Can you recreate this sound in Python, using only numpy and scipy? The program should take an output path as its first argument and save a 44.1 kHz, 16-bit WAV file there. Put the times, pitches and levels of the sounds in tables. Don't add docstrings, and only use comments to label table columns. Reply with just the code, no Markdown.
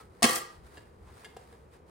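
import sys
import numpy as np
from scipy import signal
from scipy.io import wavfile
from scipy.ndimage import uniform_filter1d

SR = 44100
rng = np.random.default_rng(int(sys.argv[2]) if len(sys.argv) > 2 else 0)


def digitize_waveform(pressure):
    field = np.atleast_2d(pressure).T
    bounded = np.clip(field, -1, 1)
    quanta = np.round(bounded * 32767).astype(np.int16)
    wavfile.write(sys.argv[1], SR, quanta)


N = 83790
TIME = np.arange(N) / SR
EDGES = 25 * 2 ** (np.arange(29) / 3)


def from_db(db):
    return 10 ** (np.asarray(db) / 20)


def rms_one(x):
    return x / np.sqrt(np.mean(x ** 2) + 1e-20)


def at_hz(points, hz):
    curve_hz, values = np.array(points).T
    return np.interp(np.log(hz), np.log(curve_hz), values)


def dying(t, t60):
    return np.exp(-np.log(1000) * t / t60)


def flutter(size):
    smoothed = uniform_filter1d(rng.standard_normal(N), size=size)
    return rms_one(uniform_filter1d(smoothed, size=size))


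def bands():
    # (frequency [Hz], level [dB])
    side_width = [(60, -15.5), (200, -11.5), (380, -7), (700, 0.5), (1290, 3.5), (2200, -7), (4400, -1),
                  (9000, -5), (15000, 6)]
    white = rng.standard_normal((2, 2, N))
    for k, edges in enumerate(zip(EDGES, EDGES[1:])):
        sos = signal.butter(2, edges, "band", fs=SR, output="sos")
        hz = np.sqrt(np.prod(edges))
        mid, side = white[k % 2]
        width = from_db(at_hz(side_width, hz))
        stereo = np.array([mid + width * side, mid - width * side])
        yield hz, sos, stereo / np.hypot(1, width)


def coloured_noise(spectrum):
    out = 0
    for hz, sos, noise in bands():
        out = out + from_db(at_hz(spectrum, hz)) * signal.sosfilt(sos, noise)
    return rms_one(out)


def rumble():
    # (frequency [Hz], density [dB per Hz])
    colour = [(25, -28), (42, -8), (70, 2), (100, -4.5), (160, -7), (280, -13), (430, -5.5), (600, -17),
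              (1000, -15.5), (2000, -32), (4000, -41.5), (8000, -45.5), (15000, -50)]
    # (time [s], level [dB])
    bass_swell = [(0, 5), (.2, -2), (.47, -10), (.61, 7.5), (.76, 0.5), (.86, -2), (1.03, 4.5),
                  (1.25, -2.5), (1.65, 0), (1.9, -2)]
    level_db, swell_below_hz = -55.5, 160
    noise = from_db(level_db) * coloured_noise(colour)
    low_pass = signal.butter(2, swell_below_hz, fs=SR, output="sos")
    bass = signal.sosfiltfilt(low_pass, noise)
    bass_gain = from_db(np.interp(TIME, *np.transpose(bass_swell)))
    return noise + bass * (bass_gain - 1)


def rubbing(grain_db=1.5):
    # (time [s], level [dB])
    strokes = [(0, -53), (.09, -70.5), (.17, -64), (.55, -59.5), (.62, -70), (.665, -58), (.70, -62.5),
               (.755, -55.5), (.83, -64.5), (.97, -73), (1.06, -65), (1.21, -55.5), (1.35, -65),
               (1.41, -60.5), (1.56, -64.5), (1.69, -74.5), (1.745, -60.5), (1.84, -83.5), (1.9, -61.5)]
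    # (frequency [Hz], density [dB per Hz])
    colour = [(300, -6), (900, 8.5), (2000, 1.5), (2700, -8), (4200, -5), (6500, -13), (9500, -7),
              (12300, -22), (14500, -11)]
    level_db = np.interp(TIME, *np.transpose(strokes)) + grain_db * flutter(size=120)
    return from_db(level_db) * coloured_noise(colour)


def room(x):
    # (frequency [Hz], t60 [s])
    room_t60 = [(120, 0.49), (500, 0.49), (1500, 0.49), (5000, 0.41), (12000, 0.22)]
    room_db, build_s = -9.5, 0.0059
    response = 0
    for hz, sos, noise in bands():
        envelope = dying(TIME, at_hz(room_t60, hz)) * (1 - np.exp(-TIME / build_s))
        response = response + signal.sosfilt(sos, noise * envelope)
    response = rms_one(response) / np.sqrt(N)
    return from_db(room_db) * signal.fftconvolve(x[:1], response, axes=1)[:, :N]


def tabletop(x):
    # (left delay [ms], right delay [ms], level against the direct sound [dB])
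    echoes = [(.93, 1.3, -17.5), (2.15, 2.2, -14.5), (3.6, 3.1, -9), (6.1, 5.9, -12)]
    out = x
    for left_ms, right_ms, db in echoes:
        left = np.interp(TIME - left_ms / 1000, TIME, x[0], left=0)
        right = np.interp(TIME - right_ms / 1000, TIME, x[1], left=0)
        out = out + from_db(db) * np.array([left, right])
    return from_db(-2) * out


def hollow(x):
    # (frequency [Hz], width [Hz])
    hollows = [(305, 26), (585, 80), (895, 28), (1470, 120), (2360, 200), (3660, 170)]
    for hz, width_hz in hollows:
        x = signal.lfilter(*signal.iirnotch(hz, hz / width_hz, fs=SR), x)
    return x


def blows(hits, hz):
    s, db, tilt = np.transpose(hits)
    out = np.zeros(N)
    strength = from_db(db + tilt * np.log2(hz / 2500))
    np.add.at(out, (s * SR).astype(int), strength)
    return out + 1e-18


def housing(hits, colour, t60_s, crack_db):
    crack_s, ring_shortens = 0.00043, 0.32
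    out = 0
    for hz, sos, noise in bands():
        force = blows(hits, hz)
        t60 = t60_s * (1000 / max(hz, 400)) ** ring_shortens
        ring = signal.lfilter([1], [1, -dying(2 / SR, t60)], force ** 2)
        crack_force = from_db(crack_db) * force
        crack = signal.lfilter([1], [1, -np.exp(-2 / (crack_s * SR))], crack_force ** 2)
        burst = signal.sosfilt(sos, noise * np.sqrt(ring + crack))
        out = out + from_db(at_hz(colour, hz)) * burst
    return out * from_db(-5)


def ringing(hits, modes, slip=0.55, wander=.014):
    waver_db = 4.5
    out = 0
    for hz, db, t60, phase in modes:
        fed = blows(hits, hz) ** 2
        energy = signal.lfilter([1], [1, -dying(2 / SR, t60)], fed)
        kicks = (slip * np.sqrt(fed / energy) + wander) * rng.standard_normal(N)
        angle = 2 * np.pi * hz * TIME + np.cumsum(kicks)
        level = from_db(db + waver_db * flutter(size=700))
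        out = out + level * np.sqrt(energy) * np.sin([angle, angle + phase])
    return out


def faint_tone_and_scuffs():
    # (time of peak [s], length [s], level [dB], resonance [Hz], width [Hz])
    sounds = [(0.004, 0.049, -53, 1278, 12), (1.086, 0.046, -58.5, 975, 220),
              (1.753, 0.057, -70.5, 2060, 850)]
    out = 0
    for s, length_s, db, hz, width_hz in sounds:
        resonance = signal.iirpeak(hz, hz / width_hz, fs=SR)
        tone = signal.lfilter(*resonance, rng.standard_normal(N))
        swell = np.exp(-(2 * (TIME - s) / length_s) ** 2)
        out = out + from_db(db) * swell * rms_one(tone)
    return out


def handling():
    # (time [s], level at 2.5 kHz [dB], brightness [dB per octave])
    clicks = [(.7715, -42.5, -5.5), (.778, -42.5, -4), (0.791, -57.5, -3), (1.2462, -42, -2.5),
              (1.2495, -39.5, -1), (1.256, -42.5, -4)]
    # (time [s], level at 2.5 kHz [dB], brightness [dB per octave])
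    knocks = [(1.3665, -50.5, -3.5), (1.3689, -42.5, -1.5), (1.5264, -49.5, -2.5)]
    # (frequency [Hz], density [dB per Hz])
    colour = [(150, -18.5), (430, 5), (560, -6.5), (780, 10), (1200, -14), (1750, 8), (2400, -24),
              (3200, 4), (6500, -6), (9500, 4.5), (15000, -19)]
    # (frequency [Hz], level [dB], t60 [s], left-right phase [rad])
    popper_modes = [(1684, -6.5, 0.0358, .3), (2123, -11.5, 0.05, 0.89), (2800, -14, 0.036, 0.98),
                    (3190, -16, 0.052, 0.82), (3460, -22, 0.051, 1), (4400, -21, 0.038, .5),
                    (4810, -16, 0.052, 0.65), (5900, -19, 0.028, 0.93), (7500, -14.5, 0.041, 0.47)]
    # (frequency [Hz], level [dB], t60 [s], left-right phase [rad])
    board_modes = [(460, -6.5, 0.064, .3), (733, -7.5, 0.05, 0.85), (935, -14, .035, 0.75)]
    ticks = housing(np.vstack([clicks, knocks]), colour, t60_s=0.059, crack_db=0)
    clicked_popper = ringing(clicks, popper_modes, slip=0.366)
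    knocked_popper = from_db(-6) * ringing(knocks, popper_modes, slip=0.412)
    board = ringing(knocks, board_modes, slip=0.22, wander=0.0026)
    return ticks + clicked_popper + knocked_popper + board


def thump():
    # (time [s], level [dB], frequency [Hz], t60 [s])
    swings = [(0.2244, -42, 222, 0.1), (0.229, -28.5, 432, 0.045)]
    out = 0
    for s, db, hz, t60 in swings:
        t = np.maximum(TIME - s, 0)
        out = out + from_db(db) * dying(t, t60) * np.sin(2 * np.pi * hz * t)
    return out


def dome_ring(snaps, rattle):
    # (frequency [Hz], level [dB], t60 [s], left-right phase [rad])
    modes = [(228, -33, 0.096, 0.3), (390.4, -35, 0.07, 0.64), (466.4, -34.5, 0.13, 1.8),
             (699, -22, 0.1, 1.28), (812, -32.5, .1, 1.5), (991, -31, .11, 3.5), (1066, -30.5, 0.11, -0.5),
             (1150.3, -29, 0.35, 4.5), (1210, -31.5, 0.5, 1.5), (1286, -38.5, 0.18, 3),
             (1630, -33.5, 0.19, 1.3), (1858, -30.5, 0.18, 0.4), (1920, -32, 0.12, -0.1),
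             (1980, -34, 0.16, -2), (2103, -35, 0.18, -1), (2462, -34.5, 0.14, 1.45),
             (2660, -35, 0.29, -2.9), (2847, -36, 0.28, 1.9), (3120, -37, 0.09, -1.1),
             (3253, -38.5, 0.35, -0.8), (3890, -39.5, 0.16, -0.6), (4400, -39.5, .3, -0.5),
             (4990, -38, 0.2, -2), (6040, -38, 0.28, 2)]
    brighter_die = rattle + [0, 0, 2]
    return ringing(np.vstack([snaps, brighter_die]), modes)


def tumbling(count=4):
    # (time [s], level at 2.5 kHz [dB], brightness [dB per octave])
    bounces = np.array([(0.2658, -28.5, 7), (.274, -33, 8), (0.283, -19.5, -0.5), (.288, -17, -3.5),
                        (0.2923, -15, 1), (0.296, -21.5, 0.5), (0.3082, -19.5, 3.5), (.316, -26.5, 4.5),
                        (.322, -24, 0.5), (.328, -20, -0.5), (0.331, -26, 5), (.341, -22, -1),
                        (0.347, -35, 9), (0.351, -21, 1.5), (.357, -18.5, 3.5), (0.3603, -18, 0),
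                        (0.364, -26.5, -4.5), (0.371, -39.5, 10), (0.376, -31, -1.5), (0.381, -40, 10.5)])
    chatter_s, chatter_db = 0.01, -8.5
    delay, softness = rng.random((len(bounces), count, 2)).transpose(2, 0, 1)
    touches = np.repeat(bounces, count, axis=0)
    touches[:, 0] += chatter_s * delay.ravel()
    touches[:, 1] += chatter_db - 4 * softness.ravel()
    return np.vstack([bounces, touches])


def rattling_die(rattle):
    # (frequency [Hz], density [dB per Hz])
    colour = [(100, -39.5), (220, -14.5), (400, -0.5), (720, 3.5), (950, -6.5), (1150, 6), (1450, 5),
              (2080, 5), (2500, -9.5), (3200, -1.5), (3700, -3.5), (5200, 0), (7000, -6.5), (9000, -0.5),
              (12500, -12.5), (15000, -4)]
    return housing(rattle, colour, t60_s=0.05, crack_db=0.5)


def snapping_plate(snaps):
    # (frequency [Hz], density [dB per Hz])
    colour = [(30, -53), (60, -36), (130, -19), (210, -13.5), (310, -10.5), (450, -5), (720, -3), (950, -5),
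              (1150, -1.5), (1450, -2), (1950, 3), (2400, -0.5), (3100, 6.5), (3700, 0.5), (5000, 2),
              (7000, -3), (10000, 4), (12500, -25.5), (15000, 1)]
    return housing(snaps, colour, t60_s=0.063, crack_db=8.5)


def scene():
    # (time [s], level at 2.5 kHz [dB], brightness [dB per octave])
    snaps = [(.2232, -14.5, -4), (.2276, -11, -0.5), (.2294, -9, 1), (.2335, -18, -0.3),
             (.2388, -12.5, -2.5), (.2406, -5.5, -3.5), (.2425, -7.5, -3.8), (.2475, -13.5, -1),
             (.2510, -11.5, 0.5), (.2575, -19.5, -2.5)]
    background = rumble() + rubbing()
    rattle = tumbling()
    pop = snapping_plate(snaps) + rattling_die(rattle)
    clatter = hollow(tabletop(pop)) + handling() + faint_tone_and_scuffs()
    dome = dome_ring(snaps, rattle) + thump()
    return background + clatter + room(clatter) + dome


def record(dry):
    cutoff_hz = 15900
    low_pass = signal.ellip(10, .2, 80, cutoff_hz, fs=SR, output="sos")
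    return signal.sosfilt(low_pass, dry)


dry = scene()
out = record(dry)
digitize_waveform(out)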